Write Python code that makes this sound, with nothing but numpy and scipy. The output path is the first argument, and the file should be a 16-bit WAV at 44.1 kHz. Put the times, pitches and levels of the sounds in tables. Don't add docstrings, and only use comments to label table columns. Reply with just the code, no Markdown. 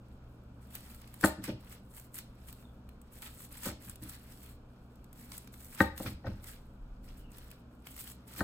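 import sys
import numpy as np
from scipy import signal
from scipy.fft import rfft, irfft, next_fast_len
from scipy.io import wavfile

SR = 44100
rng = np.random.default_rng(int(sys.argv[2]) if len(sys.argv) > 2 else 0)


def file_out(sig):
    cols = np.atleast_2d(sig).T
    lim = np.clip(cols, -1, 1)
    pcm = np.round(lim * 32767).astype(np.int16)
    wavfile.write(sys.argv[1], SR, pcm)


N = 371763
TIME = np.arange(N) / SR

# start_s, board_db, edge_clack_db, blade_ring_db,
# settle_s (until the rest of the edge lands), place (0 to 1 between two spots)
LANDINGS = [(1.2395, -0.5, -16.5, -31, 0.0041, 0), (5.8045, 0, -17.5, -59.5, 0.0042, 0.72),
            (8.4063, -10.5, -32.5, -52, 0.0058, 0.07)]
# (relative, per Hz)
FILM_SPECTRUM = [(500, -27), (1200, -6.5), (2500, -9), (4500, -9), (6300, -9.5), (8300, 0.5), (10500, 1),
                 (12000, -2.5), (14500, 1.5), (16000, -1.5)]
# (relative, per Hz)
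FILLING_SPECTRUM = [(300, -6.5), (800, -5.5), (1300, -0.5), (1900, -0.5), (2800, -3.5), (4200, -7),
                    (6000, -7.5), (12000, -32)]


def from_db(db):
    return 10 ** (np.asarray(db) / 20)


def rms_one(x):
    return x / np.sqrt(np.mean(x ** 2) + 1e-20)


def at_hz(points, hz):
    points = np.array(points)
    return np.interp(np.log(hz + 1), np.log(points[:, 0] + 1), points[:, 1])


def add(track, s, sound):
    start = round(s * SR)
    track[..., start:start + sound.shape[-1]] += sound[..., :N - start]


def colour(x, spectrum):
    size = 2048
    log_gain = np.log(from_db(at_hz(spectrum, np.fft.rfftfreq(size, 1 / SR))))
    cepstrum = irfft(log_gain)
    folded = np.r_[cepstrum[0], 2 * cepstrum[1:size // 2]]
    impulse_response = irfft(np.exp(rfft(folded, size)))
    return signal.oaconvolve(x, impulse_response)[:N]


def ring(force, hz, t60):
    radius = np.exp(-np.log(1000) / (t60 * SR))
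    angle = 2 * np.pi * hz / SR
    feedback = [1, -2 * radius * np.cos(angle), radius * radius]
    return signal.lfilter([0, np.sin(angle)], feedback, force + 1e-18)


def drift(rate):
    knots = rng.standard_normal(4096)
    return rms_one(np.interp(TIME * rate, np.arange(len(knots)), knots))


def diffuse(spectrum, size):
    # frequency_hz, correlation (0 to 1)
    likeness = [(100, .998), (280, .96), (600, .65), (1300, .3), (2600, 0), (15000, .1)]
    hz = np.fft.rfftfreq(size, 1 / SR)
    mid, side = rfft(rng.standard_normal((2, size)))
    alike = at_hz(likeness, hz)
    common = np.sqrt((1 + alike) / 2) * mid
    opposed = np.sqrt((1 - alike) / 2) * side * [[1], [-1]]
    return irfft((common + opposed) * from_db(at_hz(spectrum, hz)), size)


def background(tone_db=-56, rumble_db=-2, waver_db=1.5):
    # frequency_hz, density_db (relative)
    tone_spectrum = [(12, -37), (20, -19.5), (68, -1), (91, -12.5), (123, -8.5), (182, -10), (241, -7),
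                     (328, -18), (513, -18.5), (873, -24.5), (1480, -26), (2080, -46), (2320, -35.5),
                     (6910, -49.5), (16000, -56.5)]
    # frequency_hz, rms_level_db
    hum_partials = [(63.5, -60.5), (120, -61), (193, -68.5), (241, -70.5), (302, -72.5)]
    # time_s, level_db
    rumble_levels = [(0.0, -57), (5.6, -61.5), (6.9, -46.5), (7.44, -55), (7.7, -70)]
    rumble_spectrum = [(10, -31.0), (28, -3), (45, -12), (90, -33), (400, -96.0)]  # Hz, dB

    size = next_fast_len(N)
    tone = from_db(tone_db) * rms_one(diffuse(tone_spectrum, size)[:, :N])
    hum = np.zeros(N)
    for hz, db in hum_partials:
        amplitude = np.sqrt(2) * from_db(db + waver_db * drift(5.4))
        hum += amplitude * np.sin(2 * np.pi * hz * TIME + .6 * drift(5.2))
    rumble = rms_one(diffuse(rumble_spectrum, size)[:, :N])
    swell_db = np.interp(TIME, *np.transpose(rumble_levels))
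    return tone + hum + from_db(swell_db + rumble_db) * rumble


def kitchen(x, first_echo_s=0.0017, build_s=0.002):
    # frequency_hz, t60_s, level_db (relative)
    decay = np.array([(78.5, 0.32, -0.5), (250.4, 0.29, -1.5), (600, 0.29, 8.5), (1500, 0.44, -4),
                      (4300, 0.35, 7.5), (14200, .25, -11)])
    t = TIME[:SR // 2]
    hz = np.fft.rfftfreq(len(t), 1 / SR)
    noise = rfft(diffuse(decay[:, ::2], len(t)))
    octave = np.round(np.log2(np.maximum(hz, 64)))
    tail = np.zeros((2, len(t)))
    for k in np.unique(octave):
        band = irfft(noise * (octave == k), len(t))
        tail += band * np.exp(-np.log(1000) * t / at_hz(decay, 2 ** k))
    onset = np.clip((t - first_echo_s) / build_s, 0, 1)
    tail = tail * onset / np.sqrt(SR * 0.037)
    return signal.oaconvolve(x, tail, axes=-1)[:, :N]


def squeaks():
    # start_s, length_s, start_hz, end_hz, level_db
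    glides = [(2.59, .14, 3800, 3300, -71), (3.84, .07, 1400, 1750, -63), (6.35, .08, 1650, 1350, -63),
              (7.18, .16, 3080, 2580, -67)]
    out = np.zeros(N)
    for s, length, start_hz, end_hz, db in glides:
        size = round(length * SR)
        phase = 2 * np.pi * np.cumsum(np.linspace(start_hz, end_hz, size)) / SR
        roughness = drift(373)[:size]
        add(out, s, from_db(db) * np.hanning(size) ** .5 * roughness * np.sin(phase))
    return out


def blade(skid_s=0.0057):
    # frequency_hz, level_db (relative), t60_s
    steel_modes = [(7320, -1, 0.09), (8220, -3.5, .1), (10700, -9, 0.068), (10060, 4.5, 0.076),
                   (11100, -2, 0.068)]
    force = np.zeros(N)
    for s, _, _, blade_db, _, _ in LANDINGS:
        add(force, s + skid_s, from_db([blade_db]))
    return sum(from_db(db) * ring(force, hz, t60) for hz, db, t60 in steel_modes)


def board(settle_db=-2, clack_hz=1620, clack_t60=0.0054, contact_hz=7000, push_place=0.34,
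          thud_db=-29, thud_hz=135):
    # start_s, level_db (relative), softness_hz, decay_s
    bumps = [(1.23, -16, 1500, 0.0042), (1.381, -11.5, 167, 0.057), (1.479, -16, 600, 0.0065),
             (1.485, -11, 220, 0.033), (1.513, -15, 139, .02), (3.654, -22, 1500, 0.018),
             (3.663, -16, 440, 0.029), (3.868, -23, 193, 0.03), (4.019, -25.5, 195, .01),
             (4.045, -24.5, 216, .025), (5.802, -16, 1500, 0.0043), (5.999, -15, 520, 0.0026),
             (6.043, -10, 167, 0.049), (6.056, -25.5, 1300, 0.0054), (6.242, -23, 916, 0.013),
             (6.264, -21, 895, 0.011), (6.261, -5, 146, 0.036), (8.375, -33, 910, .025),
             (8.394, -6.5, 105, 0.014)]
    # frequency_hz, first_spot_db, second_spot_db (where struck), t60_s
    wood_modes = [(75.3, -34.5, -31.5, 0.62), (104, -27.5, -25, 0.13), (195.7, -19, -22.5, 0.11),
                  (260, -15, -20.5, 0.045), (313.4, -15, -23, 0.072), (387, -30.5, -38, 0.12),
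                  (490, -14.5, -16.5, 0.017), (537.6, -19.5, -14, 0.048), (600, -20, -30.5, 0.042),
                  (633, -20, -37.5, 0.064), (675, -25, -35.5, 0.052), (793, -27.5, -25, 0.089),
                  (896, -27, -25.5, 0.086), (1048, -29.5, -31.5, 0.087), (1228, -21, -21, 0.057),
                  (1360, -8.5, -22, 0.0073), (1541, -20, -17, 0.058), (1866, -22.5, -12.5, 0.042),
                  (1796, -12, -28, 0.016), (1930, -35, -18.5, 0.012), (2292, -34, -15, 0.0043),
                  (3840, -47, -27.5, 0.024), (4340, -27.5, -34.5, 0.0076)]
    # frequency_hz, left_minus_right_db
    board_pan = [(400, 0), (700, 1.5), (1400, 7), (2200, 6), (4000, -1)]

    force, edge, pushes = np.zeros((2, N)), np.zeros(N), np.zeros(N)
    for s, board_db, edge_db, _, settle_s, place in LANDINGS:
        add(force, s, from_db(board_db) * np.array([[1 - place], [place]]))
        add(edge, s, from_db([edge_db]))
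        add(edge, s + settle_s, from_db([edge_db + settle_db]))

    t = TIME[:SR // 5]
    for s, db, soft_hz, decay_s in bumps:
        rub = rng.standard_normal(len(t)) * np.exp(-t / decay_s)
        push = 1.25 * rub / np.linalg.norm(rub) + 0.56 * (t == 0)
        softened = signal.lfilter(*signal.butter(2, soft_hz, fs=SR), push)
        add(pushes, s, from_db(db) * softened)
    force = force + np.outer([1 - push_place, push_place], pushes)

    parts = []
    for k, (hz, *spot_db, t60) in enumerate(wood_modes):
        parts.append((hz, (-1) ** k * ring(from_db(spot_db) @ force, hz, t60)))
    parts.append((clack_hz, ring(edge, clack_hz, clack_t60)))
    parts.append((thud_hz, from_db(thud_db) * ring(pushes, thud_hz, 0.17)))

    heard = np.zeros((2, N))
    for hz, x in parts:
        heard += x * from_db(at_hz(board_pan, hz) * np.array([[.5], [-.5]]))
    return signal.lfilter(*signal.butter(2, contact_hz, fs=SR), heard)


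def strain():
    # start_s, length_s, film_db, filling_db (relative)
    presses = [(0.614, .08, -70.5, -69.5), (0.707, .25, -61, -62), (0.984, 0.32, -68, -65.5),
               (1.604, .15, -67, -63), (2.378, .05, -71.5, -73), (2.437, .19, -68, -70.5),
               (3.135, .31, -57, -65.5), (3.516, .14, -57, -57.5), (3.81, .1, -58.5, -62.5),
               (4.026, .12, -53.5, -57), (4.2, .32, -62.5, -62.5), (5.156, .29, -62, -64.5),
               (5.535, .24, -60, -72), (5.973, .125, -54, -58), (6.258, .16, -74, -63),
               (6.434, .13, -59.5, -61), (7.039, .18, -69, -70), (7.308, .24, -65, -63),
               (7.9, .21, -57, -80), (8.281, .13, -58, -59.5)]
    # peak_s, film_db, filling_db (relative), build_up_s (time constant)
    gives = [(0.757, -50, -51, .012), (1.252, -32.5, -37, .017), (1.447, -45, -41, 0.01),
             (1.49, -57, -42.5, .016), (1.725, -58, -54, .017), (1.978, -48, -56.5, .028),
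             (2.044, -57.5, -87, .012), (2.156, -43, -59, .01), (2.184, -46.5, -52, 0.008),
             (2.488, -53.5, -55, 0.011), (3.228, -51, -45.5, .008), (3.27, -55, -46, .017),
             (3.664, -36, -45, .021), (3.69, -46.5, -44, 0.026), (5.199, -54.5, -70, .025),
             (5.334, -48.5, -53.5, 0.016), (5.36, -51.5, -64, .02), (5.815, -38.5, -38.5, 0.028),
             (6.03, -42.5, -53, .02), (6.063, -52, -39.5, 0.0045), (6.27, -66, -48.5, .013),
             (6.485, -51, -53, .025), (7.087, -66, -53, 0.008), (7.869, -52.5, -51, .012),
             (8.008, -45.5, -57.5, .035), (8.074, -52.5, -52, .017), (8.394, -43, -41.5, .02)]
    attack_s, release_s = 0.0087, .025
    relax_s = (.02, 0.017)
    resting_db = (-84, -78)
    fidget_db, fidget_per_s = 2.5, 18
    ragged_db, ragged_per_s = 1.88, 28

    step = 40
    t = TIME[::step]
    power = np.zeros((2, len(t)))
    for k, db in enumerate(resting_db):
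        power[k] = from_db(db + fidget_db * drift(fidget_per_s)[::step]) ** 2
    ragged = from_db(ragged_db * drift(ragged_per_s)[::step])
    for s, length, *db in presses:
        exponent = np.minimum((t - s) / attack_s, (s + length - t) / release_s)
        shape = np.exp(exponent.clip(-20, 0))
        power += np.outer(from_db(db), ragged * shape) ** 2
    for s, film_db, filling_db, build_s in gives:
        for k, db in enumerate((film_db, filling_db)):
            exponent = np.minimum((t - s) / build_s, (s - t) / relax_s[k])
            power[k] += (from_db(db) * np.exp(exponent.clip(-20, 0))) ** 2
    return [np.interp(TIME, t, gain) for gain in np.sqrt(power)]


def grains(per_s, spread_db, low_hz, high_hz, cycles, clump_db, patchy_db, count=14):
    size_db = spread_db * np.minimum(rng.exponential(1, N), 4.5) + clump_db * drift(55)
    sizes = from_db(size_db) * rng.choice([-1, 1], N)
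    born = rng.random(N) < per_s / SR
    dealt = rng.integers(0, count, N)
    out = np.zeros(N)
    for k, hz in enumerate(np.linspace(low_hz, high_hz, count)):
        mine = born & (dealt == k)
        clicks = np.zeros(N)
        clicks[mine] = sizes[mine] * from_db(patchy_db * drift(24)[mine])
        out += rms_one(ring(clicks, hz, cycles / hz))
    return rms_one(out)


def slicing(crinkle, squelch, film_db=1.0, filling_db=-2):
    film = grains(per_s=7000, spread_db=3.2, low_hz=2000, high_hz=15500, cycles=6,
                  clump_db=1.6, patchy_db=2.5)
    filling = grains(per_s=2200, spread_db=3, low_hz=900, high_hz=6000, cycles=11,
                     clump_db=1.3, patchy_db=2)
    dry_crackle = crinkle * rms_one(colour(film, FILM_SPECTRUM))
    wet_crackle = squelch * rms_one(colour(filling, FILLING_SPECTRUM))
    return from_db(film_db) * dry_crackle + from_db(filling_db) * wet_crackle


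def ticks(crinkle, count=130):
    quietest_db, loudest_db = -76, -55
    crowding = .55
    tick_db, spread_db = 5.5, 1
    wet_db = -12.5
    chance = np.cumsum(np.minimum(crinkle, from_db(loudest_db)) ** crowding)
    at = np.searchsorted(chance, rng.random(count) * chance[-1])
    size = np.clip(rng.standard_normal(count), -2, 1.6)
    strain_db = np.clip(20 * np.log10(crinkle[at]), quietest_db, loudest_db)
    db = strain_db + tick_db + spread_db * size
    return list(zip(at / SR, db, db + wet_db))


def snaps(rows, snap_db=2.0, pop_db=2.5):
    rise_s, decay_s, quickness = 0.0012, 0.0033, 1.4
    tint_db = 3
    t = TIME[:SR // 40]
    shape = (1 - np.exp(-t / rise_s)) * np.exp(-(t / decay_s) ** quickness)
    shape = shape / shape.max()
    out = np.zeros(N)
    for s, film_db, wet_db in rows:
        for spectrum, db in ((FILM_SPECTRUM, film_db + snap_db), (FILLING_SPECTRUM, wet_db + pop_db)):
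            tint = rng.normal(0, tint_db, len(spectrum))
            tinted = np.array(spectrum) + np.outer(tint, [0, 1])
            sound = colour(rng.standard_normal(len(t)) * shape, tinted)
            add(out, s, from_db(db) * sound * np.linalg.norm(shape) / np.linalg.norm(sound))
    return out


def scatter(x, spread_s=.0015, from_hz=900, wander_rad=1.6):
    size = 1024
    hz = np.fft.rfftfreq(size, 1 / SR)
    delays = spread_s * rng.random(len(hz))
    bass_cut = hz / np.hypot(hz, from_hz)
    paths = np.exp(-2j * np.pi * hz[1] * np.cumsum(delays)) * bass_cut
    angle = wander_rad * drift(60)
    side = signal.oaconvolve(x, irfft(paths))[:N] * np.cos(angle)
    side += signal.oaconvolve(x, irfft(1j * paths))[:N] * np.sin(angle)
    return np.array([x + side, x - side]) / np.sqrt(2)


def scene(wood_wet_db=-8, film_wet_db=-8):
    # start_s, film_snap_db, wet_pop_db (relative)
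    loud_snaps = [(0.751, -37, -48.5), (0.9446, -52, -59), (1.0156, -53, -66), (1.074, -56, -59),
                  (1.1396, -45.5, -61), (1.2095, -40, -51), (1.2474, -40, -48), (1.2564, -29, -38),
                  (1.4388, -38, -48), (1.724, -50, -61), (2.1425, -45.5, -66.5), (2.1855, -35.5, -52.5),
                  (2.5255, -44.5, -59), (2.889, -58, -58.5), (3.0145, -56.5, -82), (3.1215, -66, -67),
                  (3.22, -43, -57), (3.4037, -45, -56), (3.6316, -40, -45), (3.6571, -43, -55),
                  (3.895, -40, -57), (3.9562, -48, -58), (4.028, -64, -57), (4.0934, -41.5, -64),
                  (4.9551, -65, -88), (5.0419, -59, -79.5), (5.1282, -53.5, -72), (5.3175, -45, -47.5),
                  (5.378, -39, -54), (5.473, -54, -53.5), (5.539, -54, -53.5), (5.6446, -48.5, -67.5),
                  (5.977, -40.5, -47), (6.441, -47, -63), (7.1711, -63, -71), (7.317, -56, -73),
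                  (7.3823, -47, -69), (7.5125, -47, -54), (7.8685, -54, -46.5), (7.9765, -51, -53)]
    crinkle, squelch = strain()
    wood = board()
    crackle = slicing(crinkle, squelch) + snaps(loud_snaps + ticks(crinkle))
    roll = scatter(crackle + blade() + squeaks())
    reverberation = kitchen(from_db(wood_wet_db) * wood + from_db(film_wet_db) * roll)
    return wood + roll + reverberation + background()


def record(dry):
    # frequency_hz, bias (-1 to 1)
    pair_bias = [(1500, 0), (3400, -.3), (5400, -.35), (6200, 0), (7000, .8), (8000, .93), (8700, .45),
                 (9400, -.96), (9900, -.1), (11500, -.2), (12400, 0), (13100, .7), (14000, .93),
                 (14800, .7), (15800, -.6)]
    cutoff_hz = 15900
    hz, bias = np.transpose(pair_bias)
    mid = colour((dry[0] + dry[1]) / 2, np.c_[hz, 10 * np.log10(1 + bias)])
    side = colour((dry[0] - dry[1]) / 2, np.c_[hz, 10 * np.log10(1 - bias)])
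    top_cut = signal.ellip(12, .1, 80, cutoff_hz, fs=SR, output="sos")
    return signal.sosfilt(top_cut, np.array([mid + side, mid - side]))


dry = scene()
out = record(dry)
file_out(out)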